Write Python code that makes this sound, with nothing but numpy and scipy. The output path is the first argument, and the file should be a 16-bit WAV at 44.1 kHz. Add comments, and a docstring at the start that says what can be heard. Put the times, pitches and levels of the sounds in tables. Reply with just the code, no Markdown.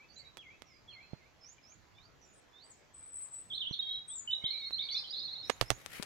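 """Small birds sing along a country footpath on a still day; trees and stone walls scatter their notes back.
Far swoops, pips and slurred whistles come first, with a stray finger tick or bump on the hand-held camera.
A near songbird creeps in on thin high notes, breaks into a quick warble and ends in a fading trill.
Under it the air swells and the grip rustles. Last, shifting fingers tick hard, press and rub
beside the camera's two microphone ports while a far bird whistles twice more."""
import sys
import numpy as np
from scipy import signal
from scipy.io import wavfile
from scipy.ndimage import uniform_filter1d

SR = 44100
rng = np.random.default_rng(int(sys.argv[2]) if len(sys.argv) > 2 else 0)


def wrap_up_sound(samples):
    """Save the sound to the file named by the first command line argument, as 16-bit audio."""
    columns = np.atleast_2d(samples).T
    # keep every value between -1 and 1, then stretch to whole-number steps
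    tamed = np.clip(columns, -1, 1)
    steps = np.round(tamed * 32767).astype(np.int16)
    wavfile.write(sys.argv[1], SR, steps)


N = 267113
T = np.arange(N) / SR

# The near songbird; levels are ahead of its fader. Side is always left minus right.
# thin high whistles: t/s, length/s, start f/Hz, level/dB
THIN_WHISTLES = [(2.327, 0.077, 8100, -75), (2.635, 0.078, 7970, -66.5), (2.932, 0.18, 7956, -56),
                 (3.116, 0.134, 7980, -49.5), (3.304, 0.12, 7680, -52)]
# the unbroken slur that opens the warble: t/s, f/Hz, level/dB
OPENING_SLUR = [(3.500, 3570, -47), (3.523, 3160, -45.5), (3.556, 4180, -43), (3.571, 4050, -60),
                (3.580, 3570, -37.5), (3.597, 3120, -69.5), (3.608, 3820, -35.5), (3.622, 3105, -39.5),
                (3.657, 2740, -57), (3.677, 3376, -37.5), (3.69, 3280, -56)]
# upward scoops: t/s, length/s, start f/Hz, top f/Hz, level/dB
UP_SCOOPS = [(3.725, 0.016, 3930, 4350, -44.5), (3.789, 0.021, 3700, 3795, -35.5),
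             (4.322, 0.026, 3630, 3882, -36), (4.438, 0.034, 2973, 3893, -37.5),
             (4.503, 0.013, 4050, 4278, -37), (4.721, 0.035, 3786, 4230, -40),
             (4.782, 0.0222, 2930, 3640, -45), (4.885, 0.026, 2620, 4200, -43.5),
             (4.903, 0.046, 4200, 4435, -46.5), (4.942, 0.041, 3300, 4220, -38.5),
             (5.095, 0.022, 4180, 4740, -48), (5.187, 0.017, 4400, 4810, -48.5)]
# downward flicks: t/s, length/s, top f/Hz, level/dB
DOWN_FLICKS = [(2.7, 0.024, 8040, -62.5), (3.227, 0.021, 8840, -52), (3.737, 0.011, 4006, -39.5),
               (4.073, 0.14, 8550, -49), (4.921, .03, 6310, -56), (4.973, 0.027, 5520, -47),
               (5.135, 0.019, 4280, -46)]
# two-voiced notes: t/s, length/s, lower f/Hz, lower level/dB, upper f/Hz, upper level/dB
TWO_VOICED = [(3.806, 0.16, 3275, -48, 3775, -46.5), (4.272, 0.041, 2975, -42.5, 3636, -43.5),
              (4.436, 0.022, 3080, -47, 4180, -51.5), (4.538, 0.049, 3893, -44, 4230, -52),
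              (4.61, .046, 3740, -47, 4242, -47), (4.789, 0.043, 3651, -40, 4305, -49.5),
              (5.035, 0.031, 3230, -52.5, 4090, -53)]
# the warble turns scratchy, then eases: t/s, tremble/share of pitch
SONG_TREMBLE = [(4.65, 0.0048), (4.801, 0.025), (5.149, 0.035), (5.33, 0.014)]
# the ports shade each pitch differently: f/Hz, side/dB
SONG_PAN = [(3000, -2.5), (4500, -6), (8200, 5.5)]

# pitch shapes of the far calls: t/s into the call, f/Hz
SWOOP = [(0, 3440), (.045, 3240), (.066, 2300), (0.108, 2060), (.145, 2353), (.165, 2580), (.205, 2570)]
HOOK = [(0, 5600), (0.025, 5100), (.054, 5390), (.088, 6220), (0.152, 7430)]
RISE = [(0, 3300), (.035, 3536), (0.077, 3700), (.122, 4680), (0.166, 4736)]
FALL = [(0, 6220), (0.099, 5000), (0.201, 4830)]
LIFT = [(0, 3160), (0.081, 3920)]
SLIP = [(0, 6190), (0.058, 5500)]
SAG = [(0, 7500), (.06, 6960), (0.141, 6680)]
# cues for the slurred calls: t/s, pitch shape, level/dB
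SLUR_CUES = [(0.63, FALL, -71), (1.398, HOOK, -60), (1.614, HOOK, -64), (1.933, RISE, -67.5),
             (2.206, SLIP, -67), (2.23, SAG, -73), (2.515, RISE, -62.5), (3.695, SLIP, -66),
             (4.084, LIFT, -58), (5.415, HOOK, -59), (5.637, HOOK, -60)]
# the swoop thins out in its steep fall: t/s into the call, relative level/dB
SWOOP_ENVELOPE = [(.04, -2), (.06, -12.5), (.088, -6.5), (0.121, -4), (.15, -13.5)]
# held notes in the far trees: t/s, length/s, f/Hz, level/dB
TREE_NOTES = [(0.081, 0.057, 4550, -67), (0.158, 0.031, 4010, -56), (0.185, 0.018, 4450, -57),
              (0.242, 0.041, 3846, -59.5), (0.892, 0.068, 4210, -61.5), (0.973, 0.22, 4176, -71.5),
              (3.851, 0.15, 4240, -67.5), (3.854, 0.11, 2202, -73)]
# a low fluting song behind the warble: t/s, f/Hz, level/dB ahead of its fader
FLUTING_LINE = [(4.41, 2194, -57), (4.5, 2107, -58), (4.53, 2317, -56), (4.68, 2143, -62),
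                (4.76, 2160, -82.5), (4.82, 2240, -55), (4.88, 2350, -65.5), (4.93, 2128, -55),
                (4.98, 2733, -59)]
# one far bird's pips: t/s, level/dB
PIP_CUES = [(1.439, -68.5), (1.577, -66), (1.716, -68.5), (1.978, -65)]
# decay of the echoes off trunks and walls: f/Hz, t60/s
ECHO_DECAY = [(2000, 0.46), (8000, 0.4)]

# fingernail ticks, some in quick runs: t/s, level/dB before filtering, brightness f/Hz, side/dB
NAIL_TICKS = [ (0.3716, -25, 4500, -24), (0.6211, -27.5, 3700, -30), (4.708, -28.5, 2030, -26),
              (5.4975, -7.5, 1920, -30), (5.4999, -7, 2280, -30), (5.5017, -7.5, 2020, -22),
              (5.6128, -0.5, 6200, -28), (5.6144, -9.5, 2460, -23), (5.7040, -0.5, 4730, -24.5),
              (5.7054, -9, 1730, -27), (5.8620, -19.5, 8200, 29), (6.0260, -13, 5760, 42),
              (6.031, -15, 7550, 31)]
# fingertip presses after a tick: t/s, then level/dB of wobble, drag and pop
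FINGER_PRESSES = [(.373, -59, -50.5, -60), (5.6142, -24, -46, -24), (5.7054, -23.5, -33, -24)]
# modes of the wobbling case: f/Hz, relative level/dB, t60/s
CASE_MODES = [(118, -0.5, 0.09), (48, -8.5, 0.13)]
# soft finger bumps: t/s, level/dB, f/Hz, scuff level/dB against the bump, side/dB
FINGER_BUMPS = [(1.133, -28, 137, -22, -28), (3.71, -31.5, 128, -19.5, -30),
                (4.440, -34.5, 130.5, -17.5, -29.5), (5.998, -27.5, 186, -20.5, 36)]
# skin sliding by the left port: t/s, level/dB
RUB_ENVELOPE = [(5.45, -63), (5.86, -59), (5.96, -45.5), (6.0, -51.5), (6.06, -56)]
# tone of that rub: f/Hz, relative level/dB
RUB_EQ = [(88, -42), (150, -23), (1140, -10.5), (1260, -6.5), (2180, -1), (5250, -16.5), (11500, -13),
          (16000, -26)]
# the grip's rustle: t/s, level/dB before filtering
GRIP_ENVELOPE = [(2.8, -101), (3.25, -69), (3.9, -82.5), (4.4, -71), (4.95, -69.5), (5.3, -83)]
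# tone of the distant countryside: f/Hz, relative level/dB
AIR_EQ = [(20, -10.5), (55, 2), (120, 2.5), (190, -3), (700, -6.5), (2200, -10.5), (2900, -14.5),
          (7000, -19.5), (8800, -42), (12000, -31), (16000, -40)]
# its late swell: t/s, level/dB
AIR_ENVELOPE = [(0, -64.5), (4.0, -64.5), (6.06, -58.5)]


def songbird(fader_db=2.5, thin_top_hz=8050, flick_drop=0.22, upper_lag_s=0.033):
    """The lead voice: thin whistles, scoops, flicks, two-voiced notes and a trill, with their echoes."""
    rows = [(s, length, hz, thin_top_hz, db) for s, length, hz, db in THIN_WHISTLES] + UP_SCOOPS
    rows += [(s, length, hz, hz * (1 - flick_drop), db) for s, length, hz, db in DOWN_FLICKS]
    for s, length, lower_hz, lower_db, upper_hz, upper_db in TWO_VOICED:
        rows += [held(s, length, lower_hz, lower_db), held(s + upper_lag_s, length, upper_hz, upper_db)]
    song = notes(rows + trill(), SONG_PAN, SONG_TREMBLE, flutter_db=2.5, edge=0.19)
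    song += phrase(OPENING_SLUR, side_db=-4.5, waver=0.009, flutter_db=3)
    return amp(fader_db) * woodland(port_lag(song, lag_s=0.00022), wet_db=-0.3, early_db=5)


def trill(start_s=5.123, period_s=0.0755, count=5, scoop_s=0.03, held_s=0.041, held_hz=4235):
    """Note rows for even, fading beats, each a low scoop and then a flat high note."""
    rows = []
    for beat in range(count):
        s, db = start_s + beat * period_s, -44.5 - 1.5 * beat
        rows.append((s, scoop_s, 3510, 3920, db))
        if beat < count - 1:  # the song stops on the low note
            rows.append((s + scoop_s, held_s, held_hz, held_hz, db))
    return rows


def held(s, length, hz, db, drift=0.0145):
    """The row for a held note that drifts slightly upward."""
    return s, length, hz * (1 - drift), hz * (1 + drift), db


def notes(rows, pan, tremble, flutter_db, edge, soft_s=0.0067, settle=2.14):
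    """Plays gliding notes: rising ones climb fast and settle, falling ones slide evenly."""
    out = np.zeros((2, N))
    for s, length, start_hz, end_hz, db in rows:
        waver = np.interp(s, *np.transpose(tremble))
        to_go = np.linspace(1, 0, int(length * SR)) ** (settle if end_hz > start_hz else 1)
        note = whistle(end_hz + (start_hz - end_hz) * to_go, waver, flutter_db, edge + soft_s / length)
        add(out, s, panned(amp(db) * note, at_hz(pan, start_hz)))
    return out


def phrase(curve, side_db, waver, flutter_db):
    """One unbroken whistle along a curve of pitch and level."""
    out = np.zeros((2, N))
    times, hz, db = np.transpose(curve)
    t = T[(T >= times[0]) & (T < times[-1])]
    voice = whistle(np.interp(t, times, hz), waver, flutter_db, edge=0.06)
    add(out, times[0], panned(amp(np.interp(t, times, db)) * voice, side_db))
    return out


def whistle(contour_hz, waver, flutter_db, edge):
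    """A bird's near-sine voice, trembling in pitch and level; edge is the share spent fading in and out."""
    t = T[:len(contour_hz)]
    hz = contour_hz * (1 + waver * wander(t, rate_hz=110))
    envelope = signal.windows.tukey(len(t), min(edge, 1)) * amp(flutter_db * wander(t, rate_hz=44.44))
    return unit(envelope * np.sin(2 * np.pi * np.cumsum(hz) / SR))


def far_birds(fluting_fader_db=-2.5):
    """Held notes, a twitter and a low fluting song, washed in echo from the far trees."""
    rows = [held(*row) for row in TREE_NOTES] + twitter()
    chorus = notes(rows, pan=[(2300, 3), (4200, -10.5)], tremble=[(0, 0.006)], flutter_db=2, edge=0.3)
    chorus += amp(fluting_fader_db) * phrase(FLUTING_LINE, side_db=-4, waver=0.02, flutter_db=0.5)
    return woodland(chorus, wet_db=2, early_db=13)


def twitter(start_s=0.125, span_s=0.055, low_hz=5800, high_hz=7900, chip_s=0.015, rise_hz=690, db=-72):
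    """Note rows for a scratchy flurry of tiny rising chips that tends to climb as it goes."""
    rows = []
    for when, pitch in rng.random((9, 2)):
        top_hz = low_hz + (high_hz - low_hz) * (pitch + when) / 2
        rows.append((start_s + span_s * when, chip_s, top_hz - rise_hz, top_hz, db))
    return rows


def slurred_calls():
    """Far birds whistle short hooks, rises and falls, off to the right."""
    out = np.zeros((2, N))
    for s, shape, db in SLUR_CUES:
        add(out, s, panned(amp(db) * slur(shape, edge=0.55), side_db=-8))
    return woodland(out, wet_db=-5, early_db=8)


def slur(shape, edge):
    """One whistle bent smoothly through a few pitches."""
    times, hz = np.transpose(shape)
    contour = uniform_filter1d(np.interp(T[T < times[-1]], times, hz), size=600)
    return whistle(contour, waver=0.006, flutter_db=2.5, edge=edge)


def swoops(start_s=-0.13, period_s=0.5, count=3, echo_s=0.252, echo_top_hz=2610):
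    """One bird swoops at a steady pace; the tree line slaps back only the low end."""
    out, call = np.zeros((2, N)), slur(SWOOP, edge=0.21)
    swoop = amp(-53.5 + np.interp(T[:len(call)], *np.transpose(SWOOP_ENVELOPE))) * call
    slapback = amp(-10) * filtered(swoop, echo_top_hz, "low", order=10)
    for s in start_s + period_s * np.arange(count):
        add(out, s, panned(swoop, side_db=-1))
        add(out, s + echo_s, panned(slapback, side_db=-9))
    return woodland(out, wet_db=-0.5, early_db=17.5, linger=1.8)


def pips(length_s=0.019, hz=2347, upper_hz=2960, upper_db=-9.5):
    """A far bird gives short, round pips on one pitch, with a faint second voice above."""
    rows = []
    for s, db in PIP_CUES:
        rows += [held(s, length_s, hz, db), held(s, length_s, upper_hz, db + upper_db)]
    calls = notes(rows, pan=[(hz, 5)], tremble=[(0, 0.004)], flutter_db=1.5, edge=0.6)
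    return woodland(calls, wet_db=-9, early_db=10)


def woodland(x, wet_db, early_db, early_s=0.016, linger=1, echoes_per_s=2000):
    """Trunks and walls add sparse echoes: a strong early cluster, then a thin tail stretched by linger."""
    t = T[:SR]
    taps = rng.standard_normal((2, SR)) * (rng.random((2, SR)) < echoes_per_s / SR) * (t > 0.004)
    taps *= 1 + amp(early_db) * np.exp(-t / early_s)
    hz, age, spectrum = signal.stft(taps, SR)
    t60 = linger * at_hz(ECHO_DECAY, hz)[:, None]
    tail = signal.istft(spectrum * amp(-60 * age / t60), SR)[1]
    tail /= np.linalg.norm(tail, axis=1, keepdims=True)
    return x + amp(wet_db) * signal.fftconvolve(x, tail, axes=1)[:, :N]


def port_lag(x, lag_s):
    """A sound from the right reaches the left port a moment later."""
    delay = np.exp(-2j * np.pi * np.fft.rfftfreq(N, 1 / SR) * lag_s)
    return np.array([np.fft.irfft(np.fft.rfft(x[0]) * delay, N), x[1]])


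def ticks(grit_s=0.00043, scrape_s=0.011, scrape_hz=4500, leak_hz=240, top_hz=11500):
    """A nail hits the case: a pressure spike, grit and a scrape; the port leaks, so the spike rebounds."""
    out, t = np.zeros((2, N)), T[:SR // 20]
    for s, db, bright_hz, side_db in NAIL_TICKS:
        spike = filtered(np.exp(-np.pi * bright_hz * t), 2 * bright_hz, "low")
        grains = filtered(rng.standard_normal(len(t)), 2 * bright_hz, "low")
        grit = 0.36 * grains * np.exp(-t / grit_s)
        scrape = amp(-23) * filtered(grains, scrape_hz, "low") * np.exp(-t / scrape_s)
        tick = filtered(spike / spike.max() + grit + scrape, leak_hz, "high", order=2)
        add(out, s, panned(amp(db) * tick / np.sqrt(2), side_db))
    return filtered(out, top_hz, "low", order=2)


def presses(press_s=0.0105, drag_hz=1500, pop_hz=513):
    """The case wobbles under the fingertip, which drags for a moment and then pops free."""
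    out, t = np.zeros((2, N)), T[:SR // 6]
    wobble = -sum(amp(db - 60 * t / t60) * np.sin(2 * np.pi * hz * t) for hz, db, t60 in CASE_MODES)
    contact = np.sin(np.pi * np.minimum(t / (press_s + 1 / pop_hz), 1)) ** 0.5
    release = 2 * np.pi * pop_hz * (t - press_s)
    pop = -release * np.exp((1 - release ** 2) / 2)
    for s, wobble_db, drag_db, pop_db in FINGER_PRESSES:
        drag = contact * unit(filtered(rng.standard_normal(len(t)), drag_hz, "low"))
        press = amp(wobble_db) * wobble + amp(drag_db) * drag + amp(pop_db) * pop
        add(out, s, panned(press / np.sqrt(2), side_db=-30))
    return out


def bumps(ring_cycles=0.53, glide_s=0.0012, scuff_s=0.0079, scuff_hz=1100, knock_hz=700):
    """A fingertip pushes air into a port: a damped, dropping thump, a scuff and a dull knock of the case."""
    out, t = np.zeros((2, N)), T[:SR // 10]
    knock = amp(-13) * np.sin(2 * np.pi * knock_hz * t) * np.exp(-t / 0.0015)
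    for s, db, hz, scuff_db, side_db in FINGER_BUMPS:
        cycles = np.cumsum(hz * (1 + np.exp(-t / glide_s))) / SR
        thump = -np.sin(2 * np.pi * cycles) * np.exp(-t * hz / ring_cycles)
        scuff = unit(filtered(rng.standard_normal(len(t)), scuff_hz, "low", order=2))
        scuff *= amp(scuff_db) * np.exp(-t / scuff_s)
        add(out, s, panned(amp(db) * (thump + scuff + knock), side_db))
    return out


def rub(grain_db=2.5, right_db=-6):
    """Skin slides over the case in a grainy hiss, mostly on the left."""
    level_db = np.interp(T, *np.transpose(RUB_ENVELOPE), left=-np.inf) + grain_db * wander(T, rate_hz=40)
    return noise(RUB_EQ, patchy_db=2) * amp(level_db) * amp([[0], [right_db]])


def grip_creep(flicker_hz=8, bright_hz=6000):
    """While the camera turns, the grip creeps: a soft, uneven rustle beside the right port."""
    flicker = unit(filtered(rng.standard_normal(N), flicker_hz, "low"))
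    level_db = np.interp(T, *np.transpose(GRIP_ENVELOPE), left=-np.inf) + 4 * np.minimum(flicker, 2)
    return panned(amp(level_db) * filtered(rng.standard_normal(N), bright_hz, "low"), side_db=-9)


def air(crossfeed=0.12):
    """The bed: a faint wash from the open valley, partly common to both ports."""
    wash = noise(AIR_EQ, patchy_db=2.5)
    swell = amp(np.interp(T, *np.transpose(AIR_ENVELOPE)))
    return panned(unit(wash + crossfeed * wash[::-1]), side_db=-2) * swell


def noise(colour, patchy_db, size=2048):
    """Two unrelated channels of coloured noise with drifting patches."""
    hz = np.fft.rfftfreq(size, 1 / SR)
    real, imag, patches = rng.standard_normal((3, 2, len(hz), 2 * N // size + 3))
    patches = unit(uniform_filter1d(uniform_filter1d(patches, size=16, axis=1), size=4, axis=2))
    spectrum = (real + 1j * imag) * amp(at_hz(colour, hz)[:, None] + patchy_db * patches)
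    return unit(signal.istft(spectrum, window="cosine")[1][:, :N])


def wander(t, rate_hz):
    """Smooth random modulation, rms about 1."""
    speeds, phases = rng.random((2, 10, 1))
    return np.sin(2 * np.pi * (2 * rate_hz * speeds * t + phases)).sum(0) / np.sqrt(len(speeds) / 2)


def amp(db):
    """Decibels to gain."""
    return 10 ** (np.asarray(db) / 20)


def unit(x):
    """Scales to rms 1."""
    return x / np.sqrt(np.mean(x ** 2) + 1e-20)


def at_hz(points, hz):
    """Reads a curve on a log-frequency axis."""
    f, value = np.transpose(points)
    return np.interp(np.log(hz + 1), np.log(f + 1), value)


def panned(x, side_db):
    """Constant-power pan; positive is left."""
    return unit(amp([[side_db / 2], [-side_db / 2]])) * x


def add(mix, s, sound):
    """Mixes a stereo sound in at time s; it may already be under way at time zero."""
    start = round(s * SR)
    sound = sound[:, max(-start, 0):]
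    part = mix[:, max(start, 0):][:, :sound.shape[1]]
    part += sound[:, :part.shape[1]]


def filtered(x, hz, kind, order=1):
    """Low-pass or high-pass."""
    return signal.sosfilt(signal.butter(order, min(hz, SR / 2 - 1), kind, fs=SR, output="sos"), x)


def scene():
    """Birds up front, the hand on the camera, and the quiet valley behind."""
    birds = songbird() + far_birds() + slurred_calls() + swoops() + pips()
    hand = ticks() + presses() + bumps() + rub() + grip_creep()
    return birds + hand + air()


def record(dry, ceiling=0.75, top_hz=16400):
    """The microphones overload softly on the hardest ticks; a steep low-pass trims the top."""
    saturated = ceiling * np.tanh(dry / ceiling)
    low_pass = signal.firwin(511, top_hz, window=("kaiser", 9), fs=SR)
    return signal.oaconvolve(saturated, low_pass[None], "same")


dry = scene()
out = record(dry)
wrap_up_sound(out)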